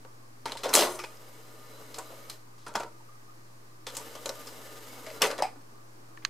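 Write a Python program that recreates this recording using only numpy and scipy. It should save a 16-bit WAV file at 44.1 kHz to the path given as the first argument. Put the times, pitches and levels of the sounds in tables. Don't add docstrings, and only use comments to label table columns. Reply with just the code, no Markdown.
import sys
import numpy as np
from scipy import signal
from scipy.fft import rfft, irfft, next_fast_len
from scipy.io import wavfile
from scipy.ndimage import uniform_filter1d, map_coordinates

SR = 44100
rng = np.random.default_rng(int(sys.argv[2]) if len(sys.argv) > 2 else 0)


def undo_db(level):
    steps = np.asarray(level, float) / 20
    return 10 ** steps


def dump_mix(stems):
    frames = np.atleast_2d(stems).T
    limited = np.clip(frames, -1, 1)
    pcm = np.round(limited * 32767).astype(np.int16)
    wavfile.write(sys.argv[1], SR, pcm)


N = 277464
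T = np.arange(N) / SR


def unit(x):
    return x / np.sqrt(np.mean(x ** 2) + 1e-20)


def along(points, hz):
    f, v = np.transpose(points)
    return np.interp(np.log(hz + 1), np.log(f + 1), v)


def wobble(rate):
    return map_coordinates(rng.standard_normal(int(N * rate / SR) + 4), [T * rate])


def filtered(x, response):
    n = x.shape[-1]
    m = next_fast_len(n + 8192)
    return irfft(rfft(x, m) * response(np.fft.rfftfreq(m, 1 / SR)), m)[..., :n]


def peak(f, hz, width):
    return 1j * f * width / (hz * hz - f * f + 1j * f * width)


def body(peaks, f):
    return sum((-1) ** k * undo_db(db) * peak(f, hz, width) for k, (hz, width, db) in enumerate(peaks))


def low_cut(f, hz):
    return (1j * f / (hz + 1j * f)) ** 2


def rush(response, alike):
    def turn(hz):
        return np.arccos(np.clip(along(alike, hz), -1, 1)) / 2

    noise = rng.standard_normal((2, N))
    mid, side = filtered(noise, lambda hz: response(hz) * [np.cos(turn(hz)), np.sin(turn(hz))])
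    return unit(np.array([mid + side, mid - side]))


def bands(peaks, alike, patchy_db, drift):
    x = rush(lambda f: sum(undo_db(db) * np.abs(peak(f, hz, w)) ** 2 for hz, w, db in peaks), alike)
    z = signal.stft(x, nperseg=1024)[2]
    field = uniform_filter1d(rng.standard_normal(z.shape[1:]), size=5, axis=0)
    field = uniform_filter1d(field, size=8, axis=1)
    x = signal.istft(z * undo_db(patchy_db * unit(field)), nperseg=1024)[1][:, :N]
    read = np.clip(np.cumsum(1 + drift * wobble(3)), 0, N - 1)
    return unit(np.array([np.interp(read, np.arange(N), side) for side in x]))


def add(out, s, sound, db, pan_db=0):
    part = out[:, round(s * SR):][:, :len(sound)]
    gain = undo_db(db + np.array([[pan_db / 2], [-pan_db / 2]]))
    part += (gain * sound / np.abs(sound).max())[:, :part.shape[1]]


def taps(rows, rough, above_hz):
    out, t = np.zeros((2, N)), T[:SR // 20]
    for s, db, hz, swell in rows:
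        u = t / (swell + 1e-4)
        jitter = np.cumsum(rng.standard_normal(len(t))) * np.sqrt(hz / SR)
        turns = hz * t + rough * jitter + rng.random()
        add(out, s - swell, u * np.exp(-u) * np.sin(2 * np.pi * turns), db, .8)
    return filtered(out, lambda f: low_cut(f, above_hz) ** 2 / (1 + 1j * f / 13000))


# f/Hz, level/dB rms
HUM = [(120, -59.5), (240, -73)]
# f/Hz, width/Hz, level/dB
FAN = [(267, 28, -2.5), (332, 44, -2), (407, 36, -12), (1075, 56, -6.5), (1162, 37, -4.5), (1210, 46, 1)]
# f/Hz, level/dB per Hz
MURMUR = [(82, -37), (140, -14), (146, -13), (238, -13), (286, -17.5), (316, -4.5), (343, -9.5),
          (708, -12.5), (1060, -10.5), (1600, -18.5), (2080, -60), (3520, -120)]
# f/Hz, level/dB per Hz
PREAMP = [(880, -42), (1500, 2), (1760, 2.5), (3390, -7), (4550, -3), (5650, -3.5), (11400, -10),
          (14200, -12.5), (15700, -13.5)]
# f/Hz, level/dB per Hz
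SUB = [(15, -2), (40, -9.5), (65, -21.5), (100, -0.5), (150, 2)]
# f/Hz, likeness/1
ALIKE_FLOOR = [(60, 0.59), (180, 0.99), (550, -0.19), (1650, -0.53), (4970, 0.017), (15000, 0.51)]


def floor():
    hum = 0
    for hz, db in HUM:
        hum = hum + undo_db(db + .4 * wobble(9.3)) * np.sqrt(2) * np.sin(2 * np.pi * hz * T)
    fan = undo_db(-61.5) * bands(FAN, ALIKE_FLOOR, patchy_db=4.0, drift=.018)
    murmur = undo_db(-58.5 + 0.76 * wobble(1.0)) * rush(lambda f: undo_db(along(MURMUR, f)), ALIKE_FLOOR)
    hiss = undo_db(-60.5 + 0.14 * wobble(4.5)) * rush(lambda f: undo_db(along(PREAMP, f)), ALIKE_FLOOR)
    sub = undo_db(-70.5) * rush(lambda f: undo_db(along(SUB, f)) * (f < 150), [(30, 0.28), (120, 0.43)])
    return hum + fan + murmur + hiss + sub


# f/Hz, width/Hz, level/dB
CASE = [(269, 65, -9.5), (334, 38, -2), (432, 86, -8), (564, 17, -4.5), (632, 12, -4), (749, 19, -5),
        (755, 17.4, 0), (865, 20, -6.5), (898, 16, -3.5), (978, 22.5, -1.5), (1070, 62, -11),
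        (1212, 21, -11), (1307, 54, -11), (1486, 55, -2.5), (1459, 40.5, -3.5)]
# f/Hz, width/Hz, level/dB
DISC = [(198, 21, -3), (318, 61, 2), (455, 17, 1.5), (590, 53, 0.5), (740, 81, -11), (940, 25, 0.5),
        (1000, 24, -4), (1370, 83, -1), (1500, 44, -7)]
# t/s, peak level/dB, centre f/Hz, spread to other modes/dB
KNOCKS_OPENING = [(0.049, -41.5, 516, -12), (0.524, -32.5, 550, -15), (0.553, -32.5, 920, -7),
                  (0.636, -25, 553, -6), (0.651, -29, 560, 3), (0.691, -29.5, 1010, 1),
                  (0.74, -18.5, 358, -13), (0.769, -21.5, 624, -11), (0.795, -22.5, 630, -14),
                  (0.82, -29, 890, -2), (0.845, -32, 566, -6), (0.992, -32, 1210, -19),
                  (1.038, -32.5, 535, 4), (1.983, -31, 855, 10), (2.104, -43, 560, 0),
                  (2.299, -55, 1220, -4)]
# t/s, peak level/dB, centre f/Hz, spread to other modes/dB
KNOCKS_DISC = [
    (2.664, -37.5, 960, 0),
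    (2.714, -43.5, 520, -1),
    (2.749, -28.5, 820, -10),
    (2.764, -26, 915, -6),
    (2.797, -28.5, 700, 6),
    (2.803, -30, 970, 12),
    (2.831, -32, 980, 16),
]
# t/s, peak level/dB, centre f/Hz, spread to other modes/dB
KNOCKS_CLOSING = [(3.871, -34, 532, -11.5), (3.969, -36, 940, -8), (4.153, -34, 600, -4),
                  (4.257, -29.5, 563, -11), (4.291, -29.5, 500, -6), (4.601, -44, 450, -12),
                  (5.069, -35.5, 630, -15), (5.2164, -18.5, 1070, 9), (5.237, -19.5, 432, -6),
                  (5.303, -29, 670, -5), (5.387, -26.5, 1000, -8), (5.559, -46, 281, -24)]
# t/s, peak level/dB, centre f/Hz, spread to other modes/dB
KNOCKS_LATCH = [
    (0.456, -27, 940, -4),
    (5.422, -32, 776, -15),
]
# rise/s, t60 of a -32 dB knock/s, longer/s per dB
KNOCK_SHAPES = [
    (0.0043, 0.06, 0.04),
    (0.0038, 0.19, -0.0141),
    (0.0037, 0.1342, .0025),
    (0.0012, 0.28, 0.08),
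]


def knocks():
    out, t = np.zeros((2, N)), T[:SR // 3]
    f = np.fft.rfftfreq(next_fast_len(len(t) + 8192), 1 / SR)
    case, disc = [low_cut(f, 216) * (body(modes, f) + 0.37 * peak(f, 480, 950)) for modes in (CASE, DISC)]
    stages = (KNOCKS_OPENING, KNOCKS_DISC, KNOCKS_CLOSING, KNOCKS_LATCH)
    for rows, hollow, (rise, usual_t60, longer) in zip(stages, (case, disc, case, case), KNOCK_SHAPES):
        for s, db, hz, spread_db in rows:
            t60 = max(usual_t60 + longer * (db + 32.0), .031)
            push = rng.standard_normal(len(t)) * undo_db(-60 * t / t60) * (1 - np.exp(-t / (rise + 1e-4)))
            firmness = np.clip(1.5 - rise / 0.0032, 0, 1)
            push += 4 * np.exp(-(t / 0.00017 - 3) ** 2) * firmness
            reach = undo_db(spread_db) * peak(f, 720, 1004) + peak(f, hz, 0.062 * hz)
            add(out, s, filtered(push, lambda _: hollow * reach), db, .4)
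    return out


# t/s, peak level/dB, left-right/dB, brightness/dB per octave
SHUTTER = [
    (0.0496, -42.5, 7, -7.5),
    (6.174, -37.5, 8, -6),
    (6.2497, -10.5, -8.5, 0),
]
# f/Hz, width/Hz, level/dB
SHUTTER_BODY = [(1160, 130, -3), (1670, 260, 1.5), (2910, 350, -8), (4220, 480, -0.5), (4960, 280, -6),
                (5700, 250, -10), (6640, 560, -3)]


def shutter():
    out, t = np.zeros((2, N)), T[:SR // 8]
    for s, db, pan_db, tilt_db in SHUTTER:
        def shell(f):
            tilt = undo_db(tilt_db * np.log2(f / 2000 + 0.11))
            modes = body(SHUTTER_BODY, f) + 0.18 * peak(f, 3300, 4800)
            return tilt * modes * low_cut(f, 770) / (1 + 1j * f / 9000) ** 3

        push = undo_db(-25 - 60 * t / 0.025) * rng.standard_normal(len(t))
        push[[4, 30]] += 1, -.35
        add(out, s, filtered(push, shell), db, pan_db)
        buzz = rng.standard_normal(len(t)) * undo_db(-60 * t / 0.1)
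        add(out, s, filtered(buzz, lambda f: peak(f, 2100, 3200) ** 2), db - 26.0, pan_db)
    return out


# f/Hz, width/Hz, level/dB
CHASSIS = [(2070, 20, -1), (3634, 66, 1), (3740, 27, -24), (3760, 280, -4.5), (5360, 130, 2), (5390, 30, 7),
           (6000, 43, -2), (6500, 70, -2), (7340, 48, -15), (7500, 230, -13), (7900, 200, -3),
           (9550, 45, -7), (11100, 63, -14), (10200, 25, -1)]
# f/Hz, level/dB per Hz
SNAP = [(710, -9.5), (1200, 4.5), (1450, -1), (2120, -2), (4730, 0.5), (7660, -2), (13800, -9.5),
        (15800, -22), (16500, -40.5)]
# t/s, peak level/dB, brightest f/Hz, rattle level/dB
CLICKS_OPENING = [(0.4561, -25.5, 2185, 0), (0.5197, -28, 3350, -9), (0.571, -31, 3850, -2),
                  (0.6338, -24, 3600, 15), (0.6915, -26, 6070, -12), (0.729, -20.5, 2200, 16.5),
                  (0.735, -11.5, 8500, 13), (0.7696, -14, 3200, -1), (0.7883, -13.5, 3750, 3.5),
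                  (0.989, -36, 5130, -17), (0.9905, -31.5, 2300, -5.5), (1.037, -33, 2480, -6),
                  (1.17, -51, 5200, -25), (1.943, -30, 4400, -11.5), (1.9853, -22.5, 7500, -19)]
# t/s, peak level/dB, brightest f/Hz, rattle level/dB
CLICKS_DISC = [
    (2.664, -35.5, 1670, 3),
    (2.68, -43, 3850, -5),
    (2.7533, -19.5, 1500, -14.5),
    (2.7575, -24, 1500, -7),
    (2.8042, -29.5, 2310, -11.5),
    (2.833, -34, 1500, -19),
]
# t/s, peak level/dB, brightest f/Hz, rattle level/dB
CLICKS_CLOSING = [(3.8675, -23.5, 3470, -9), (3.9494, -30.5, 6700, -3), (3.9684, -17.5, 7900, -13.5),
                  (4.152, -32.5, 3250, -10), (4.2575, -21.5, 6500, -11.5), (4.292, -19.5, 5560, -22),
                  (4.47, -33.5, 5000, -2), (5.064, -33, 2100, -1), (5.102, -32.5, 2010, -10),
                  (5.209, -32, 2190, 14), (5.2257, -17, 2070, -4), (5.303, -27, 1570, 3),
                  (5.3798, -29, 4050, -16), (5.388, -27, 1840, -8), (5.4217, -24, 4960, -21),
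                  (5.4351, -32.5, 2310, 9), (5.6126, -46.5, 1620, -17.5)]
# t/s, peak level/dB, brightest f/Hz, rattle level/dB
CLICKS_STOPS = [
    (0.738, -8, 10500, -6.5),
    (0.7517, -8.5, 6500, -10.5),
    (0.759, -8.5, 7600, -9),
    (2.2974, -30, 4050, -6.5),
    (5.2188, -8.5, 2650, -5.5),
]
# crack t60/s, brightness/dB per octave, rattle t60/s
CLICK_SHAPES = [
    (0.021, -2, 0.26),
    (0.025, -2, 0.2),
    (0.016, -2, 0.19),
    (0.012, 0.5, 0.2),
]


def clicks():
    out, t = np.zeros((2, N)), T[:SR // 5]
    f = np.fft.rfftfreq(next_fast_len(len(t) + 8192), 1 / SR)
    frame = low_cut(f, 620) * undo_db(along(SNAP, f)) * (1 + 0.47 * body(CHASSIS, f))
    stages = (CLICKS_OPENING, CLICKS_DISC, CLICKS_CLOSING, CLICKS_STOPS)
    for rows, (t60, usual_tilt_db, rattle_t60) in zip(stages, CLICK_SHAPES):
        for s, db, hz, rattle_db in rows:
            tilt_db = usual_tilt_db + 2.5 * np.log2(hz / 4000)
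            grains = undo_db(2.43 * uniform_filter1d(rng.standard_normal(len(t)), size=64) * 10.7)
            crack = 0.8 * undo_db(-60 * t / 0.0049) + undo_db(-60 * t / t60)
            shape = crack + undo_db(rattle_db - 60 * t / rattle_t60) * grains
            push = rng.standard_normal(len(t)) * shape * (1 - np.exp(-t / 0.00089))
            push[12] += 4
            hardness = undo_db(tilt_db * np.log2(f / 4000 + 0.23))
            colour = frame * hardness * (0.62 + peak(f, hz, 0.14 * hz))
            add(out, s, filtered(push, lambda _: colour), db, 1.2)
    return out


# t/s, peak level/dB, f/Hz, swell/s
NUDGES = [(0.9915, -39, 5310, .001), (0.9925, -37, 1904, 0.00096), (1.0395, -36, 4900, .001),
          (1.0405, -34, 1500, 0.0011), (1.1725, -49.5, 5200, .001), (2.107, -44, 565, 0.0031),
          (2.119, -40.5, 617, 0.0029), (2.129, -42.5, 483, 0.0029), (2.14, -46, 596, 0.0028),
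          (2.2995, -34, 7850, .0008), (2.3, -36, 11950, .0005), (2.6815, -42, 5500, .0005),
          (4.155, -39, 5870, .001), (4.2595, -29, 4090, .0012), (4.2605, -32, 3070, 0.00101),
          (4.294, -30.5, 4300, .0012), (5.2225, -16.5, 2790, .001), (5.2205, -21, 4670, .0007),
          (2.758, -28, 5200, .001), (2.8335, -39.5, 5100, .001), (0.4568, -29, 3860, 0.00037),
          (2.666, -45, 4800, .001), (5.3815, -36, 4000, .001), (5.4235, -26, 5200, .0012),
          (5.4235, -30, 8200, 0.00094)]


def nudges():
    return taps(NUDGES, rough=.16, above_hz=150)


# t/s, peak level/dB, f/Hz, swell/s
BUMPS_UP = [(0.6605, -23, 518, 0.0037), (0.6817, -36, 547, 0.0033), (0.7048, -31, 1028, 0.0028),
            (0.744, -23.5, 1210, 0.0019), (0.751, -23.5, 327, 0.0034), (0.7606, -23.5, 970, 0.0021),
            (0.7729, -19, 570, 0.0029), (0.7804, -24, 576, .002), (0.7904, -23, 630, 0.0021),
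            (0.7957, -19.5, 672, 0.0017), (0.81, -22, 633, 0.00403), (0.817, -21, 467, 0.0018),
            (0.8227, -24, 980, 0.00204), (0.8285, -23.5, 570, .002), (0.8379, -25, 590, .004),
            (0.8606, -31, 554, 0.00313), (0.8718, -33, 1020, .003), (0.8885, -32.5, 570, 0.0028),
            (0.9222, -42, 576, 0.0025), (0.9961, -45, 1260, 0.00296), (1.0433, -39.5, 944, .003),
            (2.6686, -38.5, 1405, 0.002), (2.7547, -21, 780, 0.0011), (2.807, -27.5, 680, 0.0011),
            (0.4605, -28, 940, 0.0025), (0.469, -33.5, 914, 0.0031), (0.53, -39, 524, 0.0041),
            (4.268, -33.5, 557, .003), (4.301, -36, 542, .004)]
# t/s, peak level/dB, f/Hz, swell/s
BUMPS_DOWN = [(5.0761, -41, 586, 0.0031), (5.1145, -39, 554, 0.0032), (5.2271, -22.5, 1105, 0.00251),
              (5.2341, -19.5, 460, 0.0023), (5.2465, -22.5, 429, 0.0039), (5.2554, -26, 626, 0.0018),
              (5.2636, -31, 403, 0.0023), (5.2774, -31, 543, 0.00404), (5.2954, -33, 465, 0.0021),
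              (5.3036, -31, 565, 0.0032), (5.3298, -32, 604, 0.0022), (5.3912, -30, 630, 0.0028),
              (5.4037, -27.5, 560, 0.0027), (5.4238, -13.5, 777, 0.001), (5.428, -22.5, 656, 0.00161),
              (5.4375, -22, 791, 0.00215), (5.4465, -25.5, 775, 0.0028), (5.4545, -25, 767, .0022),
              (5.4714, -34, 810, 0.0021), (5.4886, -37.5, 748, .002), (6.176, -40, 1760, 0.0014)]


def bumps():
    return undo_db(1.2) * taps(BUMPS_UP + BUMPS_DOWN, rough=.05, above_hz=149)


# t/s, level/dB
MOTOR = [
    [(0.46, -40.5), (0.55, -61), (0.694, -44), (0.835, -31.5), (0.894, -47), (1.03, -57.5), (1.6, -56.5),
     (2.054, -53), (2.332, -55)],
    [(3.865, -54), (3.921, -49), (4.043, -51), (5.109, -51.5), (5.289, -39.5), (5.345, -43.5), (5.469, -49)],
]
# from t/s, to t/s, hiss level over load/dB
SLIDES = [
    (0.793, 2.354, -2),
    (3.96, 5.13, -0.6),
]
# f/Hz, level/dB per Hz
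RUMBLE = [(110, -23), (180, -7), (269, 4), (372, -7.5), (440, 6), (920, -4), (1080, -5), (1200, -0.5),
          (1560, -8.5), (2130, -20), (2600, -26), (3380, -43), (5720, -120)]
# f/Hz, width/Hz, level/dB
WHINE = [(1210, 33, 2.5), (1400, 29, -5.5), (1760, 59, -5.5), (1967, 58, -8.5), (2180, 60, -7.5),
         (4050, 200, -11.5), (4800, 230, -14.5)]
# f/Hz, level/dB per Hz
SLIDE = [(880, -28), (1500, -2.5), (2120, -2), (2400, -6), (2900, 0), (3460, -5), (3970, -4.5),
         (4420, -8.5), (4780, -3), (5710, -6), (6360, -4), (10800, -7.5), (13000, -6), (14000, -10.5),
         (15700, -17)]
# from f/Hz, to f/Hz, level/dB
SQUEAL = (12400, 13750, 3.5)
# f/Hz, likeness/1
ALIKE_TRAY = [(60, 0.69), (180, 0.74), (550, 0.95), (1650, 0.44), (4970, 0.75), (15000, 0.68)]


def tray():
    coast, grip, slip = 172, 76, 91
    rumble_db, hiss_db = np.full((2, N), -120.)
    for rows, (start, stop, rub_db) in zip(MOTOR, SLIDES):
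        s, load_db = np.transpose(rows)
        on = T >= s[0]
        t = T[on]
        rumble_db[on] = np.interp(t, s, load_db) - coast * np.maximum(t - s[-1], 0)
        off_rail_db = grip * np.maximum(start - t, 0) + slip * np.maximum(t - stop, 0)
        hiss_db[on] = rumble_db[on] + rub_db - off_rail_db

    def rail(f):
        low, high, db = SQUEAL
        squeal = undo_db(db * ((f > low) & (f < high)))
        return undo_db(along(SLIDE, f)) * squeal * (1 + 0.42 * np.abs(body(CHASSIS, f)))

    teeth = wobble(45)
    rumble = rush(lambda f: undo_db(along(RUMBLE, f)) * (0.42 + 1.4 * np.abs(body(CASE, f))), ALIKE_TRAY)
    rumble *= undo_db(1.45 * teeth + 0.54 * wobble(24))
    whine = undo_db(-5.5) * bands(WHINE, ALIKE_TRAY, patchy_db=3.5, drift=.022)
    hiss = rush(rail, ALIKE_TRAY)
    hiss *= undo_db(hiss_db + 1.18 * teeth + 0.93 * wobble(430) + 0.24 * wobble(4.28))
    pan = undo_db(np.array([[.4], [-.4]]))
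    return ((rumble + whine) * undo_db(rumble_db) + hiss) * pan


# t/s, peak level/dB, f/Hz, swell/s
TICKS = [(0.5205, -27.5, 3420, .001), (2.299, -35, 3900, .0008), (0.955, -46, 7350, 0.0055),
         (0.94, -53, 4170, 0.0055), (0.957, -42, 9000, 0.0028), (0.7404, -12, 4170, 0.00077),
         (0.7524, -4, 7500, .0003), (0.7541, -10, 6000, 0.00035), (0.7599, -14, 7630, 0.00053),
         (0.7653, -18, 5750, .001), (0.7897, -24, 3300, 0.00101), (0.7963, -30, 2890, 0.00095),
         (0.809, -23, 4240, .001), (0.8243, -20.5, 3290, 0.00092), (0.8352, -25, 3170, .001),
         (0.8516, -31, 4100, .0015), (0.9057, -40, 9100, .0015), (0.9229, -40, 8909, 0.0027),
         (0.9996, -36, 2460, 0.0016), (1.0419, -36, 2414, 0.001), (1.0476, -37, 2530, 0.0014),
         (2.7397, -39, 6660, 0.00022), (2.7492, -40, 2590, 0.00069), (2.8, -36, 6930, .0006),
         (3.978, -34, 7900, 0.00079), (5.2198, -12, 7050, .0007), (5.2301, -27, 2150, .001),
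         (5.2378, -21, 2140, .001), (5.2445, -24, 3100, 0.00091), (5.2527, -23, 2050, 0.0009),
         (5.2587, -30, 2210, 0.00093), (5.3024, -33, 1820, 0.0012), (5.3132, -33, 4920, 0.0012),
         (5.3227, -34, 1980, 0.00081), (5.4309, -29, 2180, 0.00086)]


def ticks():
    return undo_db(1.2) * taps(TICKS, rough=.21, above_hz=600)


# t/s, level/dB
THUMPS = [
    (0.55, -58),
    (0.738, -38),
    (2.3, -58),
    (2.664, -51),
    (2.754, -38),
    (4.0, -56),
    (4.3, -55),
    (5.221, -37.5),
    (5.42, -45),
]


def shelf():
    out, t = np.zeros((2, N)), T[:SR // 4]
    for s, db in THUMPS:
        push = rng.standard_normal(len(t)) * undo_db(-60 * t / 0.13)
        add(out, s, filtered(push, lambda f: peak(f, 170, 112) ** 2 + 0.24 * peak(f, 65, 60)), db)
    return out


# f/Hz, width/Hz, level/dB
PLATE = [(4170, 150, -8), (6160, 180, -2), (7350, 140, -6.5), (8860, 240, -4.5), (10500, 350, -6.5)]
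# t/s, level/dB, t60/s
PLATE_BLOWS = [
    (0.745, -25.5, 0.5),
    (0.902, -41.5, 0.45),
    (5.221, -31, 0.14),
]


def plate():
    out, t = np.zeros((2, N)), T[:SR // 2]
    for s, db, t60 in PLATE_BLOWS:
        push = rng.standard_normal(len(t)) * undo_db(-60 * t / t60) * (1 - np.exp(-t / 0.01))
        add(out, s, filtered(push, lambda f: body(PLATE, f) ** 2), db, 1)
    return out


# t/s, peak level/dB, f/Hz,
# width/Hz, t60/s
RINGS = [(0.76, -23, 2980, 310, 0.16), (5.226, -29, 1900, 270, 0.11), (5.222, -31, 2770, 300, 0.07),
         (5.428, -34, 2370, 600, 0.19), (5.388, -38, 1900, 500, 0.12), (5.424, -40, 8100, 600, 0.18),
         (1, -45, 5400, 240, .1), (3.3, -56, 1200, 100, .1), (3.0, -51, 910, 170, 0.064),
         (6.222, -50, 1800, 1800, 0.33), (5.424, -39, 4940, 500, 0.2), (2.58, -53, 4400, 3900, 0.99),
         (3.086, -48, 1200, 130, 0.046), (2.681, -37, 8500, 2000, 0.018)]


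def rings():
    out, t = np.zeros((2, N)), T[:SR // 3]
    for s, db, hz, width, t60 in RINGS:
        push = rng.standard_normal(len(t)) * undo_db(-60 * t / t60)
        add(out, s, filtered(push, lambda f: peak(f, hz, width) ** 2), db, 1)
    return out


# delay t/s, level/dB
WALLS = [(.0005, -23), (.0011, -17), (.0023, -16), (.0041, -14.5), (.0068, -14.5), (0.0096, -16)]


def early(x):
    skew = np.array([[.88], [1.12]])

    def reflect(f):
        treble = 1.2j * f / (2500 + 1j * f)
        return treble * sum(undo_db(db) * np.exp(-2j * np.pi * f * delay * skew) for delay, db in WALLS)

    return filtered(x, reflect)


# f/Hz, t60/s
ROOM = [(200, 0.6), (1000, 0.36), (4000, 0.34), (12000, 0.76)]


def room(x):
    hz, t, z = signal.stft(rng.standard_normal((2, SR // 2)), SR, nperseg=256)
    tail = signal.istft(z * undo_db(-60 * t / along(ROOM, hz)[:, None]), SR, nperseg=256)[1]
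    late = np.pad(x, ((0, 0), (130, 0)))
    return signal.fftconvolve(late, tail / np.linalg.norm(tail[0]), axes=1)[:, :N]


def scene():
    hits = knocks() + clicks() + bumps() + ticks() + plate() + rings()
    tail = undo_db(-16.0) * room(filtered(hits, lambda f: low_cut(f, 200)))
    hits = hits + nudges()
    return hits + early(hits) + tail + floor() + shutter() + tray() + shelf()


def band_limit(x):
    return signal.sosfilt(signal.butter(12, 16810, fs=SR, output="sos"), x)


# f/Hz, level/dB
MIC_TOP = [(15000, -0.5), (15750, -8), (15900, -25), (16700, -34)]


def record(dry):
    mix = filtered(dry, lambda f: undo_db(along(MIC_TOP, f))) - .003
    return band_limit(mix)


dry = scene()
out = record(dry)
dump_mix(out)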